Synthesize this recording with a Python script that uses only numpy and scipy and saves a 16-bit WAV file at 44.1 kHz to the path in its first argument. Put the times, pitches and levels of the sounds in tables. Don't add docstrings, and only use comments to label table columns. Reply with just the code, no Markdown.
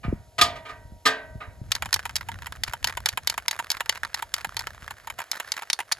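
import sys
import numpy as np
from scipy import signal
from scipy.fft import rfft, irfft, next_fast_len
from scipy.io import wavfile

SR = 44100
rng = np.random.default_rng(int(sys.argv[2]) if len(sys.argv) > 2 else 0)


def master_out(mix):
    frames = np.transpose(np.atleast_2d(mix))
    ceiling = np.clip(frames, -1, 1)
    pcm = np.round(ceiling * 32767).astype(np.int16)
    wavfile.write(sys.argv[1], SR, pcm)


N = 264159


def amp(db):
    return 10 ** (np.asarray(db) / 20)


def unit(x):
    return x / np.sqrt(np.mean(x ** 2) + 1e-20)


def read(points, hz):
    f, value = np.transpose(points)
    return np.interp(np.log(hz + 1), np.log(f + 1), value)


def follow(points):
    return np.interp(np.arange(N) / SR, *np.transpose(points))


def add(mix, s, sound):
    part = mix[..., max(round(s * SR), 0):][..., :sound.shape[-1]]
    part += sound[..., :part.shape[-1]]


def fade(t, t60):
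    return np.exp(-np.log(1000) * t / t60)


def colour(x, spectrum, bright_db=0):
    size = next_fast_len(2 * len(x))
    hz = abs(np.fft.fftfreq(size, 1 / SR))
    treble = 1 / (1 + (3000 / (hz + 1)) ** 6)
    log_gain = np.log(amp(read(spectrum, hz) + bright_db * treble))
    response = np.exp(np.conj(signal.hilbert(log_gain)))
    return np.fft.ifft(np.fft.fft(x, size) * response).real[:len(x)]


def noise(spectrum):
    hz = np.fft.rfftfreq(N, 1 / SR)
    white = rng.standard_normal(N)
    return unit(irfft(rfft(white) * amp(read(spectrum, hz)), N))


def wander(per_s):
    knots = np.arange(N) / SR * per_s
    return unit(np.interp(knots, np.arange(N), rng.standard_normal(N)))


def at_level(x, db, seconds):
    return amp(db) * x * np.sqrt(seconds * SR / np.sum(x ** 2))


def yard(x):
    t = np.arange(6000) / SR
    early, late = rng.standard_normal((2, 2, len(t)))
    band = signal.butter(2, [1500, 6000], "band", fs=SR)
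    early = signal.lfilter(*band, early * fade(t, 0.026))
    late = late * fade(t, 0.22) * np.minimum(t / 0.013, 1)
    echo = amp(-14) * early / np.linalg.norm(early[0]) + amp(-32.5) * late / np.linalg.norm(late[0])
    return x + signal.fftconvolve(x[None], echo, axes=1)[:, :len(x)]


def aside(x, lag_s):
    half = np.exp(-1j * np.pi * np.fft.rfftfreq(N, 1 / SR) * lag_s)
    return irfft(rfft(x) * np.array([half, 1 / half]), N)


# t/s, level/dB
WIND = [(0, -52), (.25, -55.5), (1.1, -52.5), (1.4, -48.5), (2.4, -44), (3.8, -56), (4.7, -50.5),
        (5.12, -51.5), (5.24, -67), (5.99, -67.5)]
# f/Hz, level/dB
WIND_COLOUR = [(20, -31), (48, 1), (95, 1), (150, -9.5), (250, -19), (1500, -62)]
# f/Hz, level/dB
AIR = [(40, -23), (350, -7), (700, 3), (1000, -18.5), (4000, -15.5), (12000, -17), (15000, -48)]


def wind():
    shared = noise(WIND_COLOUR)
    own = np.array([noise(WIND_COLOUR), noise(WIND_COLOUR)])
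    gust_db = follow(WIND) + 4.4 * wander(per_s=29) - 2.5
    return (shared + amp(-6) * own) * amp(gust_db) + amp(-60.5) * noise(AIR)


# t/s, level/dB (before a 0.5 dB trim), brightness/dB, rise/s, place (0 side to 1 rim)
DRUM_BLOWS = [(0.031, -34.5, -20.5, 0.02, 0), (0.381, -21, -4, 0.011, 0), (.412, -12, 7, 0.0022, 0.24),
              (.553, -40.5, -6.5, 0.015, 0.19), (0.649, -38.5, -11.5, 0.025, 0.79),
              (.686, -37, -10, 0.018, 0.54), (1.053, -14, 1, 0.015, 0.86),
              (1.403, -35.5, -19.5, 0.02, 0.56)]
# f/Hz, level struck on the side/dB, level struck on the rim/dB, t60/s
DRUM_MODES = [(269, -20, -13.5, 0.53), (438, -20, -1.5, 0.39), (588, -23, -22, 1), (627, -21.5, -22.5, 2),
              (647, -16, -17, 1), (699.7, 1.5, -11, 0.43), (815, -13.5, -10, 0.26), (946, -17.5, -28, 2),
              (1008, -9.5, -9, 0.28), (1190, 2.5, 4, 0.19), (1219, 2.5, -15, 0.25), (1240, 10, 10, 0.14),
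              (1540, -28, -6.5, 0.6), (1604, -35, 6, .33), (1810, -12.5, 6, 0.24), (1916, -12.5, -11, 0.64),
              (2090, -13, -0.5, 0.15), (2570, -8.5, -21.5, 0.14), (2940, 6.5, -20, 0.04),
              (3880, -24.5, -9.5, 0.32), (4310, -4.5, -22.5, 0.1)]
# f/Hz, level/dB
CLASH = [(100, -13.5), (500, -5.5), (1200, -3), (2200, 1.5), (4300, -1), (6800, -11), (8000, -10.5),
         (12400, -19.5), (14500, -49.5)]
# f/Hz, t60/s
CLASH_T60 = [(600, 0.6), (2000, 0.42), (4000, 0.25), (10000, 0.18)]


def drum():
    out, t = np.zeros((2, N)), np.arange(3 * SR // 2) / SR
    hz, side_db, rim_db, t60 = np.transpose(DRUM_MODES)[:, :, None]
    modes = fade(t, t60) * np.sin(2 * np.pi * (hz * t + rng.random(hz.shape)))
    for s, db, bright_db, rise, place in DRUM_BLOWS:
        mode_db = side_db + (rim_db - side_db) * np.clip(place, 0, 1)
        ring = amp(mode_db)[:, 0] @ modes
        f, when, z = signal.stft(rng.standard_normal(len(t)), SR, nperseg=256)
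        decay = fade(when, read(CLASH_T60, f)[:, None])
        wash = signal.istft(z * decay, SR, nperseg=256)[1][:len(t)]
        crash = rng.standard_normal(len(t)) * fade(t, 0.11)
        clash = colour(crash + amp(-12.5) * wash, CLASH, bright_db)
        contact = np.minimum(t / rise, 1) * (1 + 0.2 * fade(t, .06))
        sound = (unit(clash) + amp(-2.0) * unit(ring)) * contact
        add(out, s, yard(at_level(sound, db - .5, 0.026)))
    return out


# t/s, level/dB, f/Hz (nominal; the pitch sinks from 2.2 towards 0.66 times this), t60/s
THUMPS = [(0.048, -25.5, 147, 0.22), (0.081, -9.5, 108, 0.023), (0.126, -12, 220, 0.039),
          (0.852, -32, 59.9, .07), (0.921, -28, 80.2, .07), (1.355, -25.5, 85, .07),
          (1.615, -21, 65, 0.046), (4.47, -36.5, 130, .06), (4.825, -37, 110, .05)]


def thumps():
    out, t = np.zeros(N), np.arange(SR // 4) / SR
    for s, db, hz, t60 in THUMPS:
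        turns = np.cumsum(hz * (0.66 + 1.54 * fade(t, 0.029))) / SR
        attack = np.minimum(t / 0.0023, 1)
        add(out, s, amp(db) * np.sin(2 * np.pi * turns) * fade(t, t60) * attack)
    return out


BOOM_DB, BOOM_T60 = -22.5, 0.75
SHUDDER_DB, SHUDDER_T60 = -12.5, .16


def rumble():
    swell, t = np.zeros(N), np.arange(SR) / SR
    for s, db, _, _, place in DRUM_BLOWS:
        boom = max(1 - place, 0) * fade(t, BOOM_T60) * np.minimum(t / .02, 1)
        add(swell, s, amp(db + BOOM_DB) * boom)
    for s, db, _, _ in THUMPS:
        shudder = fade(t, SHUDDER_T60) * np.minimum(t / .008, 1)
        add(swell, s, amp(db + SHUDDER_DB) * shudder)
    return swell * noise(WIND_COLOUR)


# t/s, level/dB
SHAKING = [(1.58, -68), (1.66, -53.5), (2.5, -50.5), (3.6, -51), (4.7, -48), (5.14, -53.5), (5.25, -47.5),
           (5.55, -46), (5.87, -57)]
# f/Hz, level/dB
WALL_COLOUR = [(100, -30), (450, -19), (900, -9), (1700, -3), (2700, -13), (4400, -15.5), (6000, -18),
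               (12200, -21.5), (15500, -37.5)]
# t/s, level/dB, brightness/dB, second clack after t/s, its level against the first/dB
STROKES = [(1.7186, -18.5, 0, 0.033, -7), (1.9286, -19.5, -4, 0.013, 3), (2.157, -24, 0.5, 0.0071, 1),
           (2.6357, -22.5, 3.5, 0.045, -16), (2.8441, -19.5, -1.5, 0.029, -6), (3.059, -18, 1, 0.029, -4.5),
           (3.2735, -19, 0, .0252, -3.5), (3.4821, -19.5, -1, 0.029, -5.5), (3.703, -21.5, 3.5, 0.013, -1),
           (3.894, -18, -5.5, 0.031, -19.5), (4.144, -24.5, -4.5, 0.029, -19),
           (4.3404, -21, 2.5, .0698, -21.5), (4.5679, -26, -4, 0.025, -3.5), (5.3153, -23, 3.5, 0.028, -22),
           (5.5197, -22.5, 5, 0.02, -18), (5.701, -21.5, -2, 0.03, 1.5), (5.921, -20.5, 1.5, 0.0043, -3.5)]
SURGE_S, SURGE_DB = 0.098, 4
SWIRL_DB, SWIRL_PER_S = 2, 22


def paint():
    t, rolling = np.arange(N) / SR, np.zeros(N)
    for s, *_ in STROKES:
        add(rolling, s, np.hanning(round(SURGE_S * SR)))
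    effort_db = follow(SHAKING) + SURGE_DB * rolling + SWIRL_DB * wander(per_s=SWIRL_PER_S)
    out = noise(WALL_COLOUR) * amp(effort_db + 2.9 * wander(per_s=130) - 9.0)
    chance, size, bright = rng.random(N), rng.standard_normal(N), rng.standard_normal(N)
    ticks = rng.standard_normal((64, 1024)) * fade(t[:1024], .012)
    touches = (chance < (65 + 90 * rolling) / SR) & (effort_db > -60)
    for at in np.flatnonzero(touches):
        db = effort_db[at] + 4.0 * np.clip(size[at], -2, 1.5)
        tick = colour(ticks[at % len(ticks)], WALL_COLOUR, 4 * bright[at] - 3.5)
        add(out, t[at], at_level(tick, db, 0.01))
    return out


# f/Hz, level/dB, t60/s
CAN_MODES = [(925, -17, 0.046), (1905, -20, 0.011), (2993, -28, 0.061), (3820, -29, 0.056),
             (4333, -20, 0.021), (4603, -37, 0.11), (5267, -14, 0.017), (7260, -26, 0.048)]


def clack(spectrum, db, bright_db, gap, second_db, second_hz, shell_t60, ring_db):
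    t = np.arange(6000) / SR
    hz, mode_db, t60 = np.transpose(CAN_MODES)[:, :, None]
    detune, weight = rng.standard_normal((2, len(hz), 1))
    contacts = []
    for _ in range(2):
        shell = rng.standard_normal(len(t)) * (fade(t, shell_t60) + amp(-23.5) * fade(t, 0.081))
        shell[0] += 6.5
        turns = hz * (1 + 0.021 * detune) * t + rng.random(hz.shape)
        modes = amp(mode_db + 4.2 * weight) * fade(t, t60) * np.sin(2 * np.pi * turns)
        contacts.append(shell + amp(ring_db) * modes.sum(0))
    sound, second = contacts
    soft = signal.butter(1, min(second_hz, SR / 3), fs=SR)
    add(sound, gap * rng.uniform(0.7294, 1.1), amp(second_db) * signal.lfilter(*soft, second))
    return yard(at_level(colour(sound, spectrum, bright_db), db, 0.01))


# f/Hz, level/dB
BASE_COLOUR = [(100, -29), (480, -23.5), (780, -12), (1150, -14), (1850, -6), (2600, -9.5), (4400, -3.5),
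               (6000, -8), (8000, -12.5), (12400, -13), (15500, -37.5)]
# t/s, level/dB
TOP_HITS = [(1.823, -25.5), (1.8583, -31.5), (2.0545, -27), (2.2874, -28.5), (2.468, -33.5),
            (2.7349, -26.5), (2.972, -26.5), (3.1745, -23.5), (3.378, -25), (3.591, -27.5), (3.5983, -26.5),
            (3.8061, -23.5), (4.224, -26.5), (4.4464, -25.5), (4.9081, -33), (5.0724, -32), (5.1007, -31.5),
            (5.189, -30.5), (5.2024, -30.5), (5.4, -27.5), (5.6218, -34), (5.7902, -27), (5.803, -28.5)]
# f/Hz, level/dB
TOP_COLOUR = [(100, -34.5), (450, -24), (850, -6.5), (1130, -9), (1750, -7.5), (3100, -11.5), (4500, -21.5),
              (6000, -25), (7100, -13.5), (8300, -19), (12200, -17), (15500, -35)]
# t/s, level/dB
WALL_HITS = [(1.763, -35.5), (1.9621, -29.5), (1.9932, -31.5), (2.0945, -35.5), (2.211, -35),
             (2.3175, -38.5), (2.422, -37.5), (2.46, -38.5), (2.5234, -34.5), (2.6785, -36.5),
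             (2.886, -33.5), (2.8966, -33), (2.925, -38), (3.068, -31), (3.3419, -37), (3.53, -36),
             (3.7696, -36), (3.86, -38), (3.957, -36.5), (3.9749, -37.5), (4.0337, -26), (4.0497, -30.5),
             (4.3816, -37.5), (4.607, -35), (4.6709, -29), (4.8791, -34.5), (5.2185, -35), (5.3326, -36),
             (5.6328, -37.5), (5.9156, -28.5)]
TOP_BRIGHT_DB, WALL_BRIGHT_DB = 0, -2.5
SECOND_BRIGHT_DB, BRIGHT_PER_DB = 4.5, 0.8


def ball():
    out = np.zeros((2, N))
    for s, db, bright_db, after, second_db in STROKES:
        first = s, db, bright_db
        second = s + after, db + second_db, SECOND_BRIGHT_DB + BRIGHT_PER_DB * second_db
        for at, hit_db, hit_bright_db in (first, second):
            add(out, at, clack(BASE_COLOUR, hit_db, hit_bright_db, gap=0.0024, second_db=-3.0,
                               second_hz=11900, shell_t60=.013, ring_db=0.0))
    for s, db in TOP_HITS:
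        add(out, s, clack(TOP_COLOUR, db, TOP_BRIGHT_DB, gap=0.0028, second_db=3.5,
                          second_hz=1444, shell_t60=0.029, ring_db=1.5))
    for s, db in WALL_HITS:
        add(out, s, clack(WALL_COLOUR, db, WALL_BRIGHT_DB, gap=0.005, second_db=-7.5,
                          second_hz=5000, shell_t60=0.012, ring_db=-2.5))
    return out


DRUM_LAG_S = -0.0000048
MOVE_S, MOVE_LAG_S = 5.7, .000025


def scene():
    air = wind()
    steel = aside(drum(), DRUM_LAG_S) + thumps() + rumble()
    can = paint() + ball()
    can = np.where(np.arange(N) / SR < MOVE_S, can, aside(can, MOVE_LAG_S))
    return air + steel + can


# f/Hz, left leads by/radians
PORT_PHASE = [(0, 0.62), (1500, 0.13), (2600, 1.5), (3800, 0.71), (5100, 0.95), (5900, 1.6), (7000, -0.5),
              (15000, -11.5)]
# f/Hz, left minus right/dB
PORT_BALANCE = [(400, 0.5), (950, -2.5), (1900, -4.5), (2500, -2), (2900, 5), (3700, 0), (8000, 0)]
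EDGE_HZ = 16600


def record(dry):
    hz = np.fft.rfftfreq(N, 1 / SR)
    phase = np.interp(hz, *np.transpose(PORT_PHASE))
    half = amp(read(PORT_BALANCE, hz) / 2) * np.exp(1j * phase / 2)
    ports = np.clip(irfft(rfft(dry) * np.array([half, 1 / half]), N), -.9, .9)
    low_pass = signal.firwin(511, EDGE_HZ, window=("kaiser", 9), fs=SR)
    return signal.oaconvolve(ports, low_pass[None], "same")


dry = scene()
out = record(dry)
master_out(out)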